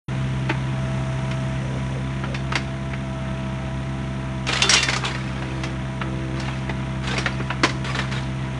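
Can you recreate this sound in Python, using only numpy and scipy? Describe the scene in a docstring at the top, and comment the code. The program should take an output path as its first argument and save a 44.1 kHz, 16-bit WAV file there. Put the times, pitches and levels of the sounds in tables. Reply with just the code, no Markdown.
"""An excavator's diesel drones throughout as its log grab swings, drops into split firewood and closes.
Exhaust, clatter and hydraulic tones follow one shaft; the pump whines louder under load.
Logs knock in their bending and twisting modes, small pieces slide, the steel tines clang.
Wood piles and yard walls scatter every blow."""
import sys
import numpy as np
from scipy import signal
from scipy.fft import rfft, irfft, next_fast_len
from scipy.io import wavfile
from scipy.ndimage import map_coordinates

SR = 44100
rng = np.random.default_rng(int(sys.argv[2]) if len(sys.argv) > 2 else 0)


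def put_to_file(sound):
    """Save the sound as 16-bit audio at rate SR, in the file named by the first command-line argument."""
    columns = np.atleast_2d(sound).T  # one column per channel
    safe = np.clip(columns, -1, 1)
    whole_steps = np.round(safe * 32767)
    wavfile.write(sys.argv[1], SR, whole_steps.astype(np.int16))


N = 378819
T = np.arange(N) / SR

# firing rate, sagging under load: time_s, rate_hz
FIRING_RATE = [(0.1, 65.47), (1.75, 65.36), (2.15, 66.28), (3.0, 66.53), (3.1, 65.6), (3.7, 65.3),
               (3.85, 66.2), (4.25, 65.67), (4.55, 64.9), (5.8, 65.4), (8.55, 65.35)]
# exhaust boom, falling and partly recovering over the scene: time_s, level_db
BOOM_LEVEL = [(0.1, -25), (1.4, -26), (2.7, -30), (5.5, -30), (8.55, -28.5)]
# shaft tones: firing_multiple, relative_db
EXHAUST_ORDERS = [(2, 0)]
HOUSING_ORDERS = [(1, -3), (3, -3), (4, -10), (5, -10.5), (6, -22.5), (7, -30.5), (8, -26), (9, -27.5)]
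PUMP_ORDERS = [(10, 6), (12, -5.5), (14, -5), (20, -4)]
STRAIN_ORDERS = [(5, 1), (6, -8), (7, -9.5), (8, -7.5)]
# machine noise spectra: freq_hz, density_db
CLATTER_SPECTRUM = [(15, -78), (25, -46), (49, -10.5), (76, -7), (97, -10), (110, -10.5), (135, -8),
                    (161, -5.5), (188, -6.5), (229, -9.5), (609, -24.5), (665, -20.5), (711, -19),
                    (1970, -21), (3500, -28.5), (4400, -36.5), (6500, -63.5), (11000, -120)]
TICK_SPECTRUM = [(1200, -25), (1800, 1.5), (2400, 3.5), (3000, -11.5), (3500, 5), (3900, -15), (5000, -45)]
OIL_SPECTRUM = [(3500, -39.5), (5000, -3.5), (5800, 1.5), (6500, 0), (7600, -7.5), (9500, -3.5),
                (11000, -28)]
# hydraulic strokes loading the pump: start_s, length_s, whine_db
PUMP_STROKES = [(0.75, 0.78, -39.5), (2.45, 0.49, -44), (3.007, 0.7, -40), (3.7, 0.69, -44.5)]
# oil flow through the slew valve: start_s, length_s, hiss_rise_db
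SLEW_FLOW = (0.8, 1.2, 1.6)
# grab straining against the heap: start_s, length_s, level_db
GRAB_STRAINS = [(5.251, 0.52, -39.5), (5.953, 0.48, -38.5)]
# log blows: start_s, relative_db, ring_hz, relative_thud_db, relative_crack_db
LOG_KNOCKS = [(0.493, -13.5, 896, -2, -23.5), (0.497, -11.5, 2065, -10, -31), (1.311, -22, 2480, -25, -17),
              (2.237, -18.5, 1380, -9, -29), (2.344, -18.5, 2230, -21, -19), (2.52, -14, 1224, -17, -21.5),
              (2.554, -8, 2175, -7.5, -17), (2.933, -20.5, 2110, -6, -28), (4.468, -17.5, 2840, -22, -12.5),
              (4.488, -13, 2450, -14.5, -14), (4.533, -14, 2314, -22, -7.5), (4.62, -5.5, 2910, -28, -5.5),
              (4.693, -5.5, 2086, -26, -4.5), (4.735, -3, 1383, -26, -1), (4.828, -8, 2170, -29, -2),
              (4.885, -9, 2075, -13, -15), (4.896, -13, 2045, -26.5, -9), (4.932, -12.5, 1943, -17, -9),
              (4.962, -13.5, 1216, -11, -5), (5.037, -15, 1156, -9, -24), (5.148, -19.5, 1865, -16, -19),
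              (5.421, -20, 715, -6, -26), (5.635, -17.5, 2190, -29, -12.5),
              (6.013, -15.5, 1265, -24.5, -32), (6.399, -22.5, 1337, -9, -5), (6.48, -19, 983, -17, -30),
              (6.693, -16, 892, -2, -26), (7.135, -17.5, 806, -3.5, -29), (7.179, -11.5, 2215, -8, -16.5),
              (7.259, -8.5, 1880, -18.5, -24.5), (7.397, -17.5, 1308, -2, -50),
              (7.502, -12.5, 1360, -19, -32), (7.634, -2, 2064, -5, -17), (7.646, -6.5, 975, -10, -13),
              (7.693, -17.5, 1970, -24, -13.5), (7.844, -21.5, 1490, -12, -16),
              (7.988, -12.5, 1855, -18.5, -19), (8.121, -19.5, 2200, -20, -15)]
# split log modes: ring_ratio, relative_db, t60_s
LOG_MODES = [(0.289, -3.5, 0.081), (.55, -11.5, 0.14), (0.738, -2.5, 0.071), (0.998, 5.5, 0.052),
             (1.27, -8.5, 0.035), (1.629, -8, 0.027), (2.199, 5, 0.053), (3.1, -3, 0.043)]
# slides in the heap: start_s, length_s, flow_db
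HEAP_SLIDES = [(4.48, .12, -22), (4.626, .07, -25), (4.706, 0.049, -17.5), (4.889, .07, -28),
               (5.042, 0.034, -25), (5.174, .5, -37), (6.355, 0.21, -33.5), (7.027, 0.18, -29.5),
               (7.071, 0.015, -31), (7.27, 0.26, -42), (7.841, 0.061, -26.5), (7.945, 0.049, -27),
               (8.111, .07, -30.5)]
# wood spectra: freq_hz, density_db
KNOCK_SPECTRUM = [(120, -38), (280, 6.5), (600, 0), (1200, 2), (2300, 1), (3500, -2.5), (5600, -8.5),
                  (7000, -15), (10000, -26)]
RASP_SPECTRUM = [(150, -20), (330, 0.5), (600, -2.5), (800, -0.5), (1200, 2.5), (2400, -2.5), (4000, -9.5),
                 (6000, -15), (10000, -24.5)]
SPLINTER_SPECTRUM = [(1200, -19), (2800, 7.5), (4000, 5), (5600, -8.5), (7000, -4.5), (10000, -20.5)]
# blows on the tines: start_s, gain_db, centre_hz
TINE_BLOWS = [(2.344, -34, 4050), (2.555, -32, 5300), (4.621, -14.5, 3640), (4.694, -10.5, 5800),
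              (4.737, -14, 5640), (4.768, -15, 2900), (4.831, -19, 1810), (7.179, -27, 5940),
              (7.636, -28, 5600), (7.99, -38, 4760)]
# steel tine modes: freq_hz, relative_db, t60_s
TINE_MODES = [(1780, -11, .3), (1815, -9, .35), (1968, -2, .17), (2370, -3, .18), (2762, 3.5, .2),
              (3100, -8, .18), (3538, -4.5, .4), (4415, -9, .28), (4800, -11, .28), (5200, -9, .22),
              (5450, -3, .12), (5674, -1.5, .15), (6445, -11, .3), (7680, -9, .22), (8700, -5, .17)]
# groans of the moving arm: centre_s, length_s, level_db
ARM_GROANS = [(1.712, 0.19, -39.5), (1.96, .12, -38.5), (2.31, .07, -37)]
# yard echo decay: freq_hz, t60_s
YARD_DECAY = [(200, 0.75), (2000, 0.24), (10000, 0.48)]


def diesel(phase, boom_db, noise_gain):
    """Exhaust booms, housing and fan hum; injection and valve gear rattle in step with the firings."""
    boom = amp(boom_db) * tones(phase, EXHAUST_ORDERS, flutter_db=0.03)
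    housing = amp(-32) * tones(phase, HOUSING_ORDERS, flutter_db=1)
    fan = amp(-48) * tones(phase, [(15, 0)], flutter_db=2.5)
    beat = 1 + 0.063 * np.cos(phase) + 0.088 * np.cos(phase / 2)
    beat += 0.091 * np.cos(3 * phase) + 0.17 * np.cos(5 * phase)
    clatter = amp(-32.5 + 0.58 * wobble(18)) * unit(beat * noise(CLATTER_SPECTRUM))
    crank_pulse = np.exp(1.9 * np.cos(phase / 2))
    ticks = amp(-50.5) * unit(crank_pulse * noise(TICK_SPECTRUM))
    return boom + housing + fan + noise_gain * (clatter + ticks)


def hydraulics(phase, noise_gain, idle_db=-43.5):
    """The pump whines with load, the straining grab hums, oil hisses more while the arm slews."""
    load_power = sum(amp(db) ** 2 * valve(s, length_s) for s, length_s, db in PUMP_STROKES)
    whine = np.sqrt(amp(idle_db) ** 2 + load_power) * tones(phase, PUMP_ORDERS, flutter_db=1)
    effort = sum(amp(db) * valve(s, length_s) for s, length_s, db in GRAB_STRAINS)
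    strain = effort * tones(phase + 0.25 * wobble(12), STRAIN_ORDERS, flutter_db=0)
    start_s, length_s, rise_db = SLEW_FLOW
    oil = unit((1 + 0.12 * np.cos(phase)) * noise(OIL_SPECTRUM))
    hiss = amp(-52.5 + rise_db * valve(start_s, length_s)) * oil
    return whine + strain + noise_gain * hiss


def valve(start_s, length_s, travel_s=0.1):
    """Valve opening, 0 to 1, with linear ramps."""
    return np.clip(0.5 + np.minimum(T - start_s, start_s + length_s - T) / travel_s, 0, 1)


def knock(ring_hz, thud_db, crack_db, scatter_db, scatter_t60_s):
    """A struck log rings briefly while its neighbours rattle and scatter the crack."""
    t = np.arange(SR // 8) / SR
    ring = sum(amp(db + rng.normal(0, 3.8) - 60 * t / t60_s)
               * np.sin(2 * np.pi * ring_hz * ratio * rng.normal(1, 0.026) * t)
               for ratio, db, t60_s in LOG_MODES)
    scatter = amp(-60 * t / scatter_t60_s) * rng.standard_normal(len(t))
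    contact_s = 0.0006 / amp(crack_db / 2)  # hard contacts are quicker
    strike = (unit(ring) + amp(scatter_db) * unit(scatter)) * (1 - np.exp(-t / contact_s))
    contact_spectrum = [(300, thud_db), (800, 0.0062), (2500, 0), (5500, crack_db)]

    def colour_db(hz):
        hollow_note_db = 4 * np.exp(-(np.log2((hz + 1) / ring_hz) / 0.44) ** 2)
        return along(KNOCK_SPECTRUM, hz) + along(contact_spectrum, hz) + hollow_note_db

    return unit(coloured(strike, colour_db))


def logs():
    """Distinct knocks: hard contacts crack, heavy pieces thud."""
    out = np.zeros(N)
    for start_s, db, ring_hz, thud_db, crack_db in LOG_KNOCKS:
        blow = knock(ring_hz, thud_db + 11, crack_db + 16.5, scatter_db=11.5, scatter_t60_s=0.086)
        add(out, start_s, amp(db - 18.5) * blow)
    return out


def tumble(clacks_per_s=70, attack_s=0.0042, settle_db_per_s=127.5):
    """Small pieces break loose and settle: bark rasps, wood splinters and clacks at random."""
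    flow = sum(amp(db - settle_db_per_s * np.maximum(T - s - length_s, 0))
               * np.clip((T - s) / attack_s, 0, 1) for s, length_s, db in HEAP_SLIDES)
    rasp = amp(-8 + 1.4 * wobble(90)) * flow * noise(RASP_SPECTRUM)
    splintering = (flow / amp(-22.5)) ** 2.07  # grows faster than the slide
    splinters = amp(-33 + 4.6 * wobble(160)) * splintering * noise(SPLINTER_SPECTRUM)
    out = rasp + splinters
    for slot_s in np.arange(HEAP_SLIDES[0][0], T[-1], 1 / clacks_per_s):
        start_s = slot_s + rng.uniform(0, 1 / clacks_per_s)
        ring_hz = 1950 * np.exp(rng.normal(0, 0.33))
        clack = knock(ring_hz, thud_db=2.5, crack_db=1.2, scatter_db=0, scatter_t60_s=0.17)
        add(out, start_s, np.interp(start_s, T, flow) * amp(-17.5 + rng.normal(0, 3.2)) * clack)
    return out


def tines(spread_octaves=0.41, attack_s=0.00049):
    """Each blow on the grab excites the steel modes around its own pitch."""
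    out, t = np.zeros(N), np.arange(SR // 2) / SR
    for start_s, blow_db, centre_hz in TINE_BLOWS:
        ring = np.zeros(len(t))
        for hz, mode_db, t60_s in TINE_MODES:
            coupling = 1 / (1 + (np.log2(hz / centre_hz) / spread_octaves) ** 2)
            decay = amp(mode_db + rng.normal(0, 2.2) - 60 * t / t60_s)
            ring += coupling * decay * np.sin(2 * np.pi * hz * t + rng.uniform(0, 2 * np.pi))
        add(out, start_s, amp(blow_db) * ring * (1 - np.exp(-t / attack_s)))
    return out


def arm():
    """Short, rough groans as the arm swings out."""
    swell = sum(amp(db) * np.exp(-(2 * (T - s) / length_s) ** 4) for s, length_s, db in ARM_GROANS)
    return swell * noise([(250, -31), (420, -2), (520, 6), (620, -2), (900, -49), (2000, -55)])


def yard_echo(x):
    """Piles and walls return a thin, diffuse tail after 10 ms."""
    hz, t, bins = signal.stft(rng.standard_normal(SR // 2), SR, nperseg=256)
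    decay = amp(-60 * t / along(YARD_DECAY, hz)[:, None])
    tail = signal.istft(bins * decay, SR, nperseg=256)[1]
    return signal.fftconvolve(np.pad(x, (SR // 100, 0)), tail / np.linalg.norm(tail))[:N]


def tones(phase, orders, flutter_db):
    """Shaft harmonics at rms 1, each fluttering alone; the housing disperses their phases."""
    return unit(sum(amp(db + flutter_db * wobble(14))
                    * np.sin(k * phase + rng.normal(np.pi / 2, np.pi / 100) * k ** 2)
                    for k, db in orders))


def noise(spectrum):
    """Coloured noise at rms 1."""
    size = next_fast_len(N + 8192)
    gain = amp(along(spectrum, np.fft.rfftfreq(size, 1 / SR)))
    return unit(irfft(rfft(rng.standard_normal(size)) * gain, size)[:N])


def coloured(x, gain_db):
    """Minimum-phase filter by gain_db(hz); attacks stay sharp."""
    size = 2 * next_fast_len(len(x))
    cepstrum = irfft(np.log(amp(gain_db(np.fft.rfftfreq(size, 1 / SR)))), size)
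    cepstrum[1:size // 2] *= 2
    cepstrum[size // 2 + 1:] = 0
    return irfft(rfft(x, size) * np.exp(rfft(cepstrum)), size)[:len(x)]


def wobble(knots_per_s):
    """Smooth random curve."""
    return map_coordinates(rng.standard_normal(int(N * knots_per_s / SR) + 4), [T * knots_per_s])


def along(points, hz):
    """Interpolate (freq_hz, value) points on a log axis."""
    knots_hz, values = np.transpose(points)
    return np.interp(np.log(hz + 1), np.log(knots_hz + 1), values)


def amp(db):
    """Decibels to gain."""
    return 10 ** (np.asarray(db) / 20)


def unit(x):
    """Scale to rms 1."""
    return x / np.sqrt(np.mean(x ** 2) + 1e-20)


def add(track, start_s, x):
    """Mix x into track."""
    part = track[max(round(start_s * SR), 0):][:len(x)]
    part += x[:len(part)]


def scene():
    """The excavator and the wood it handles, mono; only the blows echo."""
    firing_hz = np.interp(T, *np.transpose(FIRING_RATE))
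    phase = 2 * np.pi * np.cumsum(firing_hz) / SR + 0.039 * wobble(25)
    boom_db = np.interp(T, *np.transpose(BOOM_LEVEL))
    noise_gain = amp(0.47 * (boom_db - boom_db[0]))  # rattle and hiss fall less than the boom
    machine = diesel(phase, boom_db, noise_gain) + hydraulics(phase, noise_gain) + arm()
    blows = logs() + tumble() + tines()
    return (machine + blows + amp(-12.5) * yard_echo(blows))[None]


def record(dry):
    """Open after a short silence, duck loud crashes, round the peaks, cut the top treble."""
    open_s, fade_s, ceiling, top_hz = 0.082, 0.004, 0.85, 10700
    threshold_db, duck_share, response_s = -20.5, 0.28, 0.04
    x = dry * np.clip((T - open_s) / fade_s, 0, 1)
    step = 1 / (response_s * SR)
    rms = np.sqrt(signal.lfilter([step], [1, step - 1], x ** 2))
    x = x * np.maximum(rms / amp(threshold_db), 1) ** -duck_share
    x = x / (1 + np.abs(x / ceiling) ** 4) ** (1 / 4)
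    size = next_fast_len(N + 8192)
    passband = np.fft.rfftfreq(size, 1 / SR) < top_hz
    return irfft(rfft(x, size) * passband, size)[:, :N]


dry = scene()
out = record(dry)
put_to_file(out)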